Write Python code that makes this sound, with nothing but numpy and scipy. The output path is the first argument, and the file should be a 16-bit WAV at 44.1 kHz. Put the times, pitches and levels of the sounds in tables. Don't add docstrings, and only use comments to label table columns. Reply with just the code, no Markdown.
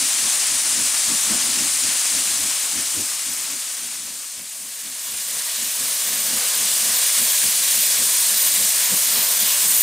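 import sys
import numpy as np
from scipy import signal
from scipy.io import wavfile
from scipy.ndimage import uniform_filter1d

SR = 44100
rng = np.random.default_rng(int(sys.argv[2]) if len(sys.argv) > 2 else 0)


def wav_record(signal):
    frames = np.transpose(np.atleast_2d(signal))
    bounded = np.clip(frames, -1, 1)
    quanta = np.round(bounded * 32767).astype(np.int16)
    wavfile.write(sys.argv[1], SR, quanta)


def decibels_to_gain(level_db):
    exponent = np.asarray(level_db, float) / 20
    return 10 ** exponent


N = 433062
HOP, FRAME = 256, 1024
HZ = np.fft.rfftfreq(FRAME, 1 / SR)
TIMES = np.arange(N // HOP + 5) * HOP / SR
NOW = np.arange(N) / SR


def evened(x):
    return x / np.sqrt(np.mean(x ** 2) + 1e-20)


def read(points, hz):
    f, value = np.transpose(points)
    return np.interp(np.log(hz + 1), np.log(f + 1), value)


def curve(rows, t):
    s, value = np.transpose(rows)
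    return np.interp(t, s, value)


def bumps(rows):
    s, db, length = np.transpose(rows)[:, :, None]
    return (db * np.exp(-((TIMES - s) / length) ** 2)).sum(axis=0)


def above(hz, width):
    return 1 / (1 + np.exp(np.clip((hz - HZ[:, None]) / width, -50, 50)))


# (t/s, share of the closer view/0-1)
CLOSENESS = [(0, 0.08), (3.6, 0.25), (4.4, 0.5), (5, .95), (5.6, 0.94), (9.82, 0.9)]


def closeness(t):
    return np.clip(curve(CLOSENESS, t), 0, 1)


def blend(far, near, per_s, t):
    close = closeness(t)
    return (1 - close) * far + close * (near + per_s * (t - 7.7))


def colour(far, near):
    close = closeness(TIMES)
    a, b = (evened(decibels_to_gain(read(spectrum, HZ)))[:, None] for spectrum in (far, near))
    return np.sqrt((1 - close) * a ** 2 + close * b ** 2)


# (f/Hz, correlation/0-1)
LIKENESS_FAR = [(60, 0.93), (180, 0.94), (550, 0.87), (1650, 0.95), (4970, 0.96), (15000, 0.96)]
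LIKENESS_NEAR = [(60, 0.94), (180, 1), (550, 0.9), (1650, 1), (4970, 0.96), (15000, 0.99)]


def noise(gain):
    a, b, c, d = rng.standard_normal((len(TIMES), len(HZ), 4)).T
    close = closeness(TIMES)
    same = np.outer(read(LIKENESS_FAR, HZ), 1 - close) + np.outer(read(LIKENESS_NEAR, HZ), close)
    same = np.clip(same, 0, 1)
    mid = np.sqrt((1 + same) / 2) * (a + 1j * b)
    side = np.sqrt((1 - same) / 2) * (c + 1j * d)
    spectrum = np.array([mid + side, mid - side]) * gain / np.sqrt(1.5 * FRAME)
    return signal.istft(spectrum, nperseg=FRAME, noverlap=FRAME - HOP)[1][:, :N]


def patches(bins, frames):
    z = rng.standard_normal((len(TIMES), len(HZ))).T
    return evened(uniform_filter1d(uniform_filter1d(z, bins, 0), frames, 1))


def flutter(rate_hz):
    return evened(signal.lfilter(*signal.butter(N=2, Wn=rate_hz, fs=SR), rng.standard_normal(N)))


def resonate(x, hz, width, order=2):
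    turn = np.exp(2j * np.pi * np.cumsum(hz * np.ones(N)) / SR)
    r = np.exp(-np.pi * width / SR)
    low = x / turn
    for _ in range(order):
        low = signal.lfilter([1 - r], [1, -r], low)
    return 2 * (turn * low).real


# (delay/ms, amplitude share)
REFLECTIONS = [(1.701, 0.09), (1.791, 0.07), (1.882, 0.05), (2.063, 0.05), (2.018, 0.04)]


def bank(x):
    late = 0
    for delay_ms, share in REFLECTIONS:
        delay = round(delay_ms * SR / 1000)
        late = late + share * np.pad(x, ((0, 0), (delay, 0)))[:, :N]
    return x + closeness(NOW) * late


# (t/s, level/dB)
WHISTLE_LEVEL = [(0.0, -39), (0.44, -40), (2.16, -36.5), (3.36, -38), (4.32, -45), (4.89, -43),
                 (5.06, -36.5), (7.3, -27.5), (7.6, -32), (7.82, -24), (7.9, -29), (8.34, -27.5),
                 (8.48, -20), (8.5, -28), (9.52, -24.5), (9.57, -29), (9.82, -19)]
# (f/Hz, width/Hz, level/dB)
WHISTLE_LINES = [(13833, 38, 0), (13935, 55, -1)]


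def leak():
    close = closeness(NOW)
    sharp = 0.03 + 0.45 * close
    air = rng.standard_normal((3, N))
    lines = 0
    for a, (hz, width, db) in zip(air, WHISTLE_LINES):
        lines = lines + decibels_to_gain(db) * evened(resonate(a, hz, width))
    core = evened(resonate(air[2], 13950, 340))
    skirt = evened(resonate(air[2], 13950, 340, order=1))
    band = evened(core + 0.4 * skirt)
    whistle = np.sqrt(sharp) * evened(lines) + np.sqrt(1 - sharp) * band
    sputter = decibels_to_gain(0.9 * flutter(13) + 0.67 * flutter(70))
    return decibels_to_gain(curve(WHISTLE_LEVEL, NOW) - 0.3 + 1.4 * close) * sputter * whistle


# (t/s, level/dB)
STEAM_LEVEL = [(0, -20.5), (2.1, -21), (3, -24.5), (3.8, -29), (4.43, -34), (4.9, -31.5), (5.2, -27.5),
               (5.94, -23.5), (6.6, -21), (7.0, -19.5), (7.6, -19.5), (8.5, -19), (9.3, -20), (9.6, -19.5),
               (9.82, -19)]


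def steam_level():
    return curve(STEAM_LEVEL, TIMES)


# (f/Hz, level/dB)
RUMBLE_SPECTRUM_FAR = [(30, -14), (90, -2), (140, -9.5), (250, 0.5), (330, 2), (400, -17), (500, -29)]
RUMBLE_SPECTRUM_NEAR = [(30, -17), (100, -11), (230, 4.5), (350, -4), (500, -35)]
# (t/s, extra level/dB, length/s)
DRAUGHT_SURGES = [(.72, 4, .1), (1.45, 6, 0.15), (1.72, 6, .1), (2.32, 7, .08), (2.85, 1, .2), (3.4, 5, .1),
                  (4.0, 5, .1), (5.28, 4, .08), (6.25, 7, .1), (6.78, 9, .08), (7.62, 3, .1), (8.5, 5, .09),
                  (9.1, 2, .1), (9.33, 3, .08)]


def rumble():
    level_db = 0.86 * steam_level() + blend(-27.5, -31, -0.1, TIMES) + bumps(DRAUGHT_SURGES)
    return decibels_to_gain(level_db) * colour(RUMBLE_SPECTRUM_FAR, RUMBLE_SPECTRUM_NEAR)


# (f/Hz, level/dB)
ROAR_SPECTRUM_FAR = [(330, -27), (420, -8.5), (600, -1.5), (900, 1), (1200, 3.5), (1600, 0), (2200, -40)]
ROAR_SPECTRUM_NEAR = [(300, -28), (400, -9), (560, -2), (710, 2), (810, -3.5), (950, 0.5), (1200, -1.5),
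                      (1450, 0), (2200, -26)]
# (t/s, f/Hz)
PIPE_RESONANCE = [(5, 1140), (6.5, 1190), (7.5, 1070), (8.5, 1060), (9.2, 970), (9.82, 1000)]
# (t/s, extra level/dB, length/s)
FIRE_SWELLS = [
    (1.35, 3, 0.11),
    (3.5, 2.5, .07),
    (4.12, 1.5, .12),
    (5.5, 1, .3),
    (6.4, 3, 0.31),
    (7.0, 2, 0.19),
    (7.85, -2.5, .08),
    (8.9, 2, 0.089),
    (9.25, 4, 0.12),
]


def roar():
    waver_db = 0.42 * np.interp(TIMES, NOW, flutter(11))
    level_db = steam_level() + blend(-12, -14, 0, TIMES) + waver_db + bumps(FIRE_SWELLS)
    offset_hz = HZ[:, None] - curve(PIPE_RESONANCE, TIMES)
    pipe_db = 2.4 * closeness(TIMES) * np.exp(-(offset_hz / 70) ** 2)
    return decibels_to_gain(level_db + pipe_db) * colour(ROAR_SPECTRUM_FAR, ROAR_SPECTRUM_NEAR)


# (f/Hz, level/dB)
HISS_SPECTRUM_FAR = [(900, -32), (1700, -10.5), (2400, -7.5), (4000, -6.0), (5600, -3.5), (7600, 0.0),
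                     (9200, 0.0), (10300, -4.5), (11200, -10.0), (12200, -16.5), (13300, -17.0),
                     (14600, -15.5), (15200, -19.0), (15750, -21.0)]
HISS_SPECTRUM_NEAR = [(900, -34), (1450, -17), (1650, -9.5), (2400, -8.5), (4000, -5), (5600, -4.5),
                      (7600, -1), (9200, 0), (10300, -2), (11200, -6), (12200, -10), (13300, -9.5),
                      (14600, -10.5), (15750, -16.5)]
# (t/s, spread/dB, length/s)
JET_SWINGS = [(1.6, 1, .3), (3.5, 2.5, .08), (4.62, -2.5, 0.092), (6.45, 0.5, 0.14), (8.05, -0.5, .12),
              (8.45, -0.5, 0.062), (8.6, 1, .05), (8.72, -1, 0.036), (8.85, 1.5, 0.075), (9.0, -2, .07),
              (9.19, 3, .08), (9.35, 0, .04), (9.45, 2.5, 0.084), (9.75, -3.5, 0.13)]
# (t/s, extra fizz level/dB, length/s)
FIZZ_SPURTS = [(5.9, 2, .25), (6.6, -2.5, .15), (6.79, 2, .04), (7.4, 3.5, .2), (7.66, -1.5, .06),
               (8.4, 2, .1), (8.6, 3, .06), (8.72, -4, .05), (9.05, 2, .1), (9.36, -3, .08),
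               (9.62, 1.5, .12), (9.8, 2, .05)]


def jet():
    swing_db = bumps(JET_SWINGS)
    core_db = steam_level() - 0.3 * swing_db
    body_db = blend(-0.67, 0.1, -0.11, TIMES) + 0.9 * swing_db
    fizz_db = blend(-2, -1.5, 1, TIMES) + bumps(FIZZ_SPURTS) + 0.3 * swing_db
    tilt_db = above(11250, 330) * fizz_db + (1 - above(6400, 610)) * body_db
    return decibels_to_gain(core_db + tilt_db + 8) * colour(HISS_SPECTRUM_FAR, HISS_SPECTRUM_NEAR)


def gusts():
    top, low = above(11250, 330), 1 - above(430, 60)
    gusts_db = 0.66 * patches(bins=12, frames=6)
    gusts_db = gusts_db + 0.55 * (1 - above(5000, 900)) * patches(bins=160, frames=5)
    gusts_db = gusts_db + 0.5 * top * patches(bins=110, frames=8)
    gusts_db = gusts_db + 1.5 * low * patches(bins=8, frames=20)
    return gusts_db + 0.43 * closeness(TIMES) * (1 - low) * patches(bins=35, frames=26)


def steam():
    power = jet() ** 2 + roar() ** 2 + rumble() ** 2
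    lean_db = 1.14 * blend(2.5, 0.5, -0.12, TIMES) * above(900, 400) * (1 - 0.5 * above(11250, 330))
    sides_db = np.array([lean_db, -lean_db]) / 2
    return noise(np.sqrt(power) * decibels_to_gain(gusts() + sides_db)) * decibels_to_gain(0.51 * flutter(45))


# (f/Hz, level/dB)
BLAST_SPECTRUM_FAR = [(30, -26), (90, -6.5), (135, -28), (180, 2), (260, -1), (345, -1.5), (410, -19),
                      (600, -7), (1000, -27), (2500, -42)]
BLAST_SPECTRUM_NEAR = [(30, -42), (100, -24), (170, -3.5), (250, -1), (320, -16), (450, -8), (700, -17),
                       (2000, -31)]
# (f/Hz, level/dB)
SPRAY_SPECTRUM = [(300, -26), (480, 1), (700, 3), (1100, 0), (3000, -1), (6000, -25)]
# (peak t/s, level/dB, length/ms,
# thump level/dB)
EXHAUST_BEATS = [(.027, -43, 77, -14), (.253, -42, 73, -9), (.54, -45.5, 70, -3), (.67, -55, 200, -11),
                 (.796, -41.5, 100, -7), (1.12, -37, 74, -6), (1.329, -34, 85, -15), (1.48, -44, 128, -12),
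                 (1.612, -37.5, 92, -21), (1.867, -43, 92, -6), (2.17, -42, 81, -7), (2.34, -55, 168, -14.5),
                 (2.436, -43.5, 110, -2.5), (2.776, -40, 72, -7), (2.992, -36.5, 67, -7),
                 (3.302, -46.5, 60, -6), (3.539, -46.5, 70, -22), (3.843, -49, 82, -14), (4.09, -52.5, 190, -8),
                 (4.403, -51.5, 89, -8), (4.648, -53, 120, -14),
                 (4.877, -49, 93, -19), (5.125, -50, 140, -9), (5.346, -47.5, 104, -13), (5.634, -44, 93, -12),
              (5.824, -43, 88, -16), (6.13, -44, 170, -13), (6.338, -37.5, 101, -17),
              (6.616, -40.5, 87, -9), (6.879, -42, 109, -10), (7.222, -37.5, 59, -12),
              (7.461, -39.5, 56, -12), (7.778, -44, 67, -11), (8.021, -40.5, 97, -10),
              (8.333, -44.5, 85, -22), (8.61, -39.5, 105, -12), (8.937, -34, 58, -23),
              (9.178, -38, 84, -17), (9.425, -40.5, 80, -11), (9.671, -42, 87, -15)]


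def chimney():
    t = np.arange(0, N / SR + 0.01, 0.002)
    s, db, length_ms, thump_db = np.transpose(EXHAUST_BEATS)[:, :, None]
    rise_ms, fall_ms = 0.48 * length_ms, 0.52 * length_ms
    u = 1000 * np.where(t < s, (s - t) / rise_ms, (t - s) / fall_ms)
    shape = np.exp(-1.5 * u ** 2) + 0.035 * np.exp(-1.1 * u)

    def envelope(level_db):
        return np.interp(NOW, t, np.sqrt((decibels_to_gain(level_db) ** 2 * shape).sum(axis=0)))

    puff, push = envelope(db), envelope(db + thump_db)
    rush = envelope(1.5 * (db + 37.5) - 38)
    blast = noise(colour(BLAST_SPECTRUM_FAR, BLAST_SPECTRUM_NEAR))
    spray = noise(colour(SPRAY_SPECTRUM, SPRAY_SPECTRUM))
    thump = evened(resonate(rng.standard_normal(N), 86, 59))

    ring_hz = blend(253.4, 217, -9.5, s) * (1 + 0.045 * rng.standard_normal(s.shape))
    ring = resonate(rng.standard_normal(N), np.interp(NOW, s[:, 0], ring_hz[:, 0]), 55)
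    ring = evened(ring / uniform_filter1d(abs(ring), size=700) ** 0.7)
    ring = ring * decibels_to_gain(0.5 - 3 * closeness(NOW))

    beats = puff * (decibels_to_gain(5) * blast + ring) + push * decibels_to_gain(-2.5) * thump + rush * spray
    return decibels_to_gain(0.4 * flutter(16)) * beats


def scene():
    return bank(steam() + chimney()) + leak()


def top_cut(x):
    return signal.sosfilt(signal.butter(12, 15950, fs=SR, output="sos"), x)


def record(dry):
    dry = signal.lfilter(*signal.butter(N=1, Wn=55, btype="high", fs=SR), dry)
    knee = 0.68
    limited = knee * np.tanh(dry / knee)
    taps = signal.firwin(2047, 15730, window=("kaiser", 9), fs=SR)
    return top_cut(signal.oaconvolve(limited, taps[None], "same"))


dry = scene()
out = record(dry)
wav_record(out)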